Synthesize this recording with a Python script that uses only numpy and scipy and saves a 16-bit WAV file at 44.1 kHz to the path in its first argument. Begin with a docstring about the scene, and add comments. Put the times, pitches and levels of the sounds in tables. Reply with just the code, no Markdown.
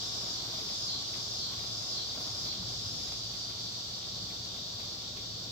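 """A model steam train rolls away along a raised garden railway: its wheels rumble on uneven rail and
click over the joints, and the wooden deck booms beneath. A near cicada, its tymbals ringing its hollow
body, sings five slurred phrases and runs down into a plain buzz; a second one pulses farther off.
Behind them lies a bed of insect chorus, air conditioner hum and suburban rumble."""
import sys
import numpy as np
from scipy import signal
from scipy.fft import rfft, irfft, next_fast_len
from scipy.io import wavfile
from scipy.ndimage import uniform_filter1d

SR = 44100
rng = np.random.default_rng(int(sys.argv[2]) if len(sys.argv) > 2 else 0)


def digitize_waveform(pressure):
    """Quantize a signal to 16-bit integers and store it at the path in sys.argv[1].

    Rows of a 2-D input are taken as channels; values are limited to [-1, 1].
    """
    field = np.atleast_2d(pressure).T
    bounded = np.clip(field, -1, 1)
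    quanta = np.round(bounded * 32767).astype(np.int16)
    wavfile.write(sys.argv[1], SR, quanta)


N = 242988
T = np.arange(N) / SR

# tone of wheels rolling on track and deck: (frequency [Hz], relative level [dB])
ROLL_SPECTRUM = [(60, -21), (150, -1.5), (280, -1), (500, -3), (760, -1.5), (900, -6), (1120, -1.5),
                 (1450, -8), (1750, -12.5), (2300, -12.5), (3200, -33), (8500, -28), (12500, -21),
                 (16000, -24)]
# rougher stretches of track: (time [s], half length [s], boost [dB])
ROUGH_STRETCHES = [(.22, .16, 2), (2.35, 0.36, 2)]
# tone of the booming deck: (frequency [Hz], relative level [dB])
BOOM_SPECTRUM = [(25, -33), (60, 0.5), (78, -10), (97, 6.5), (130, -6.5), (170, 0.5), (240, -11),
                 (400, -20), (2000, -60)]
# swells of that boom: (time [s], half length [s], level [dB])
BOOM_SWELLS = [(.33, 0.072, -58), (2.72, .28, -51), (4.24, .11, -55.5), (5.42, 0.18, -58)]
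# near cicada's phrases: (closing slur time [s], buzz level [dB], clean beat gain [dB], chirp level [dB])
PHRASES = [(.386, -41, -5, -42), (.925, -39, 2.5, -43), (1.446, -40.5, 1, -44), (1.976, -39.5, .5, -45),
           (2.5, -40.5, -0.5, -45)]
# partials of the locked tymbal beat, with a half order from alternating strong and weak strokes:
# (multiple of the beat, relative level [dB], left-right phase [rad])
TYMBAL_PARTIALS = [(8, -53, 1), (9, -54, 3), (10, -45.5, .5), (10.5, -45.5, 5.4), (11, -42, 3),
                   (12, -50, 1.5), (14, -55, 2), (16, -60, 3.5)]
# tone of the insect chorus: (frequency [Hz], relative level [dB])
CHORUS_SPECTRUM = [(2000, -31.5), (2800, -15), (3100, -11), (3530, -1), (3900, -2), (4180, -3.5),
                   (4550, -1), (4900, -0.5), (5200, -5.5), (5600, -2.5), (6400, -12.5), (7400, -14.5),
                   (8050, -20), (8700, -37), (16000, -57)]
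# its stereo balance: (frequency [Hz], left over right [dB])
CHORUS_PAN = [(2800, 4), (3300, 0.5), (3600, 5.5), (4000, 2.5), (4500, -2.5), (5200, 1), (5500, -2.5),
              (6200, -3.5), (6700, -2.5), (8000, -1)]
# steady pitches that ring within the chorus: (frequency [Hz], relative level [dB])
CHORUS_RING_NOTES = [(3558, -67), (3817, -64), (4070, -62), (4274, -59), (4517, -61), (4910, -56),
                     (5136, -59)]
# compressor and fan tones: (frequency [Hz], relative left level [dB], relative right level [dB])
MOTOR_TONES = [(55.9, -64, -67), (111.7, -54, -57), (119.9, -61, -65), (239.9, -66, -68), (279.3, -71, -75),
               (354.1, -70, -74), (1119.9, -83, -72), (1296.7, -81, -75), (1355.8, -78, -70),
               (1414.6, -71, -84), (1473.5, -82, -78)]
# distant rumble and faint hiss: (frequency [Hz], relative level [dB])
SUBURB_SPECTRUM = [(15, -28), (35, -9), (58, -6), (75, 4), (100, 2.5), (170, 0), (280, -7), (700, -7.5),
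                   (1300, -25), (1900, -21.5), (8700, -45), (10500, -43), (12800, -34), (14000, -20.5),
                   (16000, -28)]
# how centred the noise beds sit: (frequency [Hz], left-right coherence [0-1])
COHERENCE = [(100, 1), (250, 0.96), (500, 0.68), (1000, 0.25), (2500, 0.18), (8000, 0.14)]
# the loudest knocks at rail joints: (time [s], clink gain [dB], thud gain [dB])
JOINT_KNOCKS = [(0.2311, -54, -45), (0.6855, -49, -50), (1.132, -48, -50), (1.5893, -51, -53),
                (2.1716, -56, -43), (2.4544, -50, -47), (2.5217, -50, -49), (3.0744, -52, -58),
                (3.1174, -49.5, -44), (3.3338, -52.5, -53), (3.4915, -52, -51), (4.2944, -51, -55),
                (4.7953, -50, -48), (5.168, -50.5, -49)]
# ring of the wheels: (frequency [Hz], width [Hz], relative level [dB])
WHEEL_MODES = [(2400, 1630, 0.5), (3340, 480, 1.5), (11500, 2300, -12.5), (13200, 1900, -15)]
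# ring of the deck: (frequency [Hz], width [Hz], relative level [dB])
DECK_MODES = [(222, 130, -3), (620, 510, -1), (1250, 590, -5.5)]

TYMBAL_HZ = 407.3  # the near cicada's stroke rate
CHORUS_EBB_DB_PER_S = 0.73


def gain_of(db):
    """Decibels to amplitude."""
    return 10 ** (np.asarray(db) / 20)


def unit_rms(x):
    """The signal scaled to an RMS of one."""
    return x / np.sqrt(np.mean(x ** 2) + 1e-20)


def curve(points, hz):
    """A breakpoint curve on a log-frequency axis."""
    knots_hz, values = np.transpose(points)
    return np.interp(np.log(hz + 1), np.log(knots_hz + 1), values)


def add(mix, start_s, sound):
    """Drop a stereo sound into the mix."""
    part = mix[:, max(round(start_s * SR), 0):][:, :sound.shape[1]]
    part += sound[:, :part.shape[1]]


def hump(centre_s, half_s):
    """A smooth rise and fall."""
    return np.exp(-((T - centre_s) / half_s) ** 2)


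def drift(hz):
    """A random wobble of unit size, up to the given rate."""
    t = T[::100]
    rolloff = 1 + (np.fft.rfftfreq(4096, t[1]) / hz) ** 4
    slow = irfft(rfft(rng.standard_normal(4096)) / rolloff)
    return np.interp(T, t, unit_rms(slow[:len(t)]))


def resonate(x, hz, width_hz):
    """A steep resonance whose centre can glide; comes out at unit RMS."""
    carrier = np.exp(2j * np.pi * np.cumsum(hz * np.ones(x.shape[-1])) / SR)
    pole = np.exp(-np.pi * width_hz / SR)
    baseband = signal.lfilter([(1 - pole) ** 2], [1, -2 * pole, pole ** 2], x / carrier + 1e-18)
    return unit_rms((carrier * baseband).real)


def noise_bed(spectrum, pan, ripple_db, lead_ms):
    """Stereo noise; steady echoes ripple its spectrum, and it arrives on the left first."""
    size = next_fast_len(N, real=True)
    hz = np.fft.rfftfreq(size, 1 / SR)
    left, independent = rfft(rng.standard_normal((2, size)))
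    coherence = np.clip(curve(COHERENCE, hz), -1, 1)
    right = coherence * left + np.sqrt(1 - coherence ** 2) * independent
    stereo = np.array([left, right * np.exp(-2j * np.pi * hz * lead_ms / 1000)])
    ripple = unit_rms(uniform_filter1d(rng.standard_normal(stereo.shape), size=80, axis=1))
    colour_db = curve(spectrum, hz) + ripple_db * ripple + np.outer([.5, -.5], curve(pan, hz))
    return unit_rms(irfft(stereo * gain_of(colour_db), size)[:, :N])


def yard(x, wet_db, t60):
    """The direct sound and its scatter from fence, houses and trees."""
    t = np.arange(SR // 2) / SR
    signs = rng.choice([-1., 1.], (2, len(t)))
    taps = signs * (rng.random(signs.shape) < .05) * gain_of(-60 * t / t60)
    taps *= gain_of(wet_db) / np.linalg.norm(taps, axis=1, keepdims=True)
    taps[0, 0] += 1
    taps[1, 2] += 1  # the direct sound lands two samples later on the right
    return signal.fftconvolve(x[None], taps, axes=1)[:, :N] / np.sqrt(1 + gain_of(2 * wet_db))


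def receding_db(time_s, start_m=2.2, speed_m_per_s=0.4):
    """The train fades with distance as it pulls steadily away."""
    return -20 * np.log10(1 + speed_m_per_s * time_s / start_m)


def rolling_wheels(level_db=-50, flutter_db=1.4):
    """Small wheels rumble over uneven rail, left of centre."""
    rough_db = sum(db * hump(s, half_s) for s, half_s, db in ROUGH_STRETCHES)
    level = gain_of(level_db + receding_db(T) + rough_db + flutter_db * drift(24))
    pan = [(300, 1.5), (1000, -0.5), (2200, 5.5), (9000, -3.5)]
    return level * noise_bed(ROLL_SPECTRUM, pan, ripple_db=2.5, lead_ms=0.16)


def deck_boom(steady_db=-60):
    """The wooden deck carries the wheels' low end, swelling as the cars cross its looser boards."""
    level = gain_of(steady_db) + sum(gain_of(db) * hump(s, half_s) for s, half_s, db in BOOM_SWELLS)
    return level * noise_bed(BOOM_SPECTRUM, pan=[(100, 1.5), (400, 2.3)], ripple_db=3.5, lead_ms=0.2)


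def slackness(slur_times, slacken_s=0.065, lag_s=0.023, tighten_s=.15):
    """A cicada slackens fast and tightens slowly: 0 when tight, about 1 at the bottom of a slur."""
    since = T - lag_s - slur_times[:, None]
    attack = np.clip(1 + since / slacken_s, 0, 1)
    release = np.exp(-np.maximum(since, 0) / tighten_s)
    return (attack * release).sum(0)


def cicada_buzz(db, ring_hz, beat_hz, width_hz, upper_db, octave_db, wet_db):
    """Ragged tymbal strokes ring the hollow body; the harder it sings, the brighter it gets."""
    effort = gain_of(db - db.max())
    beats = np.cumsum(beat_hz * (1 + .05 * drift(61.7))) / SR
    strokes = (0.36 + np.exp(-(beats % 1) / 0.18)) * rng.standard_normal(N)
    body = resonate(strokes, ring_hz, width_hz)
    upper = gain_of(upper_db) * resonate(strokes, 1.276 * ring_hz, width_hz=450)
    octave = gain_of(octave_db) * resonate(strokes, 2.02 * ring_hz, width_hz=2000)
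    return yard(gain_of(db) * (body + effort * (upper + octave)), wet_db, t60=0.18)


def near_cicada(ring_hz=5040, slur_hz=520, dip_db=6,
                run_down_s=3.04, settle_s=0.23, settle_hz=415, settle_db=1.7, fade_db_per_s=2.5):
    """Each slur pulls pitch and level down together; at last the song sinks into a fading buzz."""
    slur_times, buzz_db = np.transpose(PHRASES)[:2]
    slack = slackness(slur_times)
    tail_s = np.maximum(T - run_down_s, 0)
    settled = 1 - np.exp(-tail_s / settle_s)
    db = np.interp(T, slur_times, buzz_db) - dip_db * slack - settle_db * settled - fade_db_per_s * tail_s
    pitch_hz = ring_hz - slur_hz * slack - settle_hz * settled
    return cicada_buzz(db, pitch_hz, TYMBAL_HZ, width_hz=560, upper_db=-8.5, octave_db=-23.5, wet_db=2)


def far_cicada(ring_hz=4500, slur_hz=1050, period_s=.499, level_db=-53, rise_db_per_s=0.6, swell_db=0.5):
    """A lower, wetter voice that slowly builds; its wide, even slurs carry better than its buzz."""
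    slack = slackness(.005 + period_s * np.arange(T[-1] // period_s + 2))
    db = level_db + rise_db_per_s * T + swell_db * (slack - .5)
    pitch_hz = ring_hz - slur_hz * slack
    return cicada_buzz(db, pitch_hz, beat_hz=336.2, width_hz=770, upper_db=-9, octave_db=-41, wet_db=4.5)


def insect_chorus(start_db=-38, shimmer_db=0.42):
    """Many far insects merge into one shimmering band that slowly ebbs."""
    band = noise_bed(CHORUS_SPECTRUM, CHORUS_PAN, ripple_db=2.1, lead_ms=.14)
    return gain_of(start_db - CHORUS_EBB_DB_PER_S * T + shimmer_db * drift(9.3)) * band


def chorus_ringing(trim_db=-3, width_hz=11):
    """Thin, steady, wavering pitches ring within the insect chorus."""
    size = next_fast_len(N, real=True)
    bins_hz = np.fft.rfftfreq(size, 1 / SR)
    peaks = sum(gain_of(db) * unit_rms(1 / (1 + ((bins_hz - hz) / width_hz) ** 2))
                for hz, db in CHORUS_RING_NOTES)
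    notes = irfft(rfft(rng.standard_normal((2, size))) * peaks, size)[:, :N]
    return gain_of(trim_db - CHORUS_EBB_DB_PER_S * (T - T.mean())) * notes


def air_conditioner(waver_db=1.8, trim_db=-1):
    """Compressor and fan tones waver on their way across the gardens."""
    out = np.zeros((2, N))
    for hz, left_db, right_db in MOTOR_TONES:
        level = gain_of(waver_db * drift(3) + trim_db)
        tone = np.sqrt(2) * np.sin(2 * np.pi * hz * T + .4 * drift(3))
        out += gain_of([[left_db], [right_db]]) * level * tone
    return out


def suburb_rumble(level_db=-52, wander_db=0.84):
    """Low rumble of the neighbourhood under a faint, even hiss."""
    level = gain_of(level_db + wander_db * drift(4))
    pan = [(100, 1.9), (2000, 5.2), (9000, 4)]
    return level * noise_bed(SUBURB_SPECTRUM, pan, ripple_db=0.5, lead_ms=0.063)


def light_knocks(per_s=2.5, clink_db=-52.5, thud_db=-53):
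    """Randomly timed knocks that fade with distance, as rows like those of JOINT_KNOCKS."""
    times = T[rng.random(N) < per_s / SR]
    distance_db = receding_db(times)
    return list(zip(times, clink_db + distance_db, thud_db + distance_db))


def rail_joints(clink_t60=0.21, thud_t60=0.088, attack_s=0.00076, clink_trim_db=-.5):
    """A wheel drops into a rail gap: wheel and couplings chatter, and the deck thuds."""
    out, t = np.zeros((2, N)), np.arange(SR // 4) / SR
    attack = 1 - np.exp(-t / attack_s)
    for start_s, clink_db, thud_db in list(JOINT_KNOCKS) + light_knocks():
        chatter = rng.standard_normal((2, len(t)))
        narrowed = chatter + .5 * chatter[::-1]  # crossfeed pulls the thud toward the centre
        clink = sum(gain_of(db) * resonate(chatter, hz, width) for hz, width, db in WHEEL_MODES)
        thud = sum(gain_of(db) * resonate(narrowed, hz, width) for hz, width, db in DECK_MODES)
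        clink *= gain_of(clink_db + clink_trim_db - 60 * t / clink_t60)
        thud *= gain_of(thud_db - 60 * t / thud_t60)
        add(out, start_s, attack * (clink + thud))
    return out * gain_of([[1], [-1]])  # left of centre


def cicada_slurs(swell_s=.046, stagger_s=.026, upper_db=-11, sag_per_s=.075):
    """A near phrase ends in a falling chirp; then the strokes lock into a clean beat, highs first."""
    out, t = np.zeros((2, N)), np.arange(-SR // 6, SR // 4) / SR
    chirp_hz = np.interp(t, [-.13, -.065, -.025], [5200, 5000, 4480])
    chirp_swell = np.interp(t, [-.13, -.075, -.03, -.005], [0, 1, 1, 0])
    for slur_s, _, beat_db, chirp_db in PHRASES:
        rasp = rng.standard_normal((2, len(t)))
        chirp = resonate(rasp, chirp_hz, width_hz=150)
        chirp += gain_of(upper_db) * resonate(rasp, 1.294 * chirp_hz, width_hz=300)
        add(out, slur_s + t[0], gain_of(chirp_db) * chirp_swell * chirp)
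        beats = np.cumsum(TYMBAL_HZ * (1 - sag_per_s * t + .0015 * drift(40)[:len(t)])) / SR
        for multiple, partial_db, stereo_rad in TYMBAL_PARTIALS:
            peak_s = stagger_s * np.clip((10.5 - multiple) / 1.5, -.6, .6)
            since = (t - peak_s) / swell_s
            swell = 1 / np.cosh(since * np.where(since < 0, 1.3, .9))  # quick rise, lingering echo
            scatter = signal.resample(rng.standard_normal((2, 16)), len(t), axis=1)
            phase = 2 * np.pi * (multiple * beats + rng.random()) + [[stereo_rad], [0]] + .3 * scatter
            level = gain_of(partial_db + beat_db + scatter[::-1]) * swell
            add(out, slur_s + t[0], np.sqrt(2) * level * np.sin(phase))
    return out


def scene():
    """Insects and train over the hum and rumble of the suburb."""
    insects = near_cicada() + cicada_slurs() + far_cicada() + insect_chorus() + chorus_ringing()
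    train = rolling_wheels() + deck_boom() + rail_joints()
    return insects + train + air_conditioner() + suburb_rumble()


def record(dry):
    """A steep low-pass takes off the very top."""
    lowpass = signal.firwin(601, cutoff=15930, window=("kaiser", 9), fs=SR)
    return signal.oaconvolve(dry, lowpass[None], "same")


dry = scene()
out = record(dry)
digitize_waveform(out)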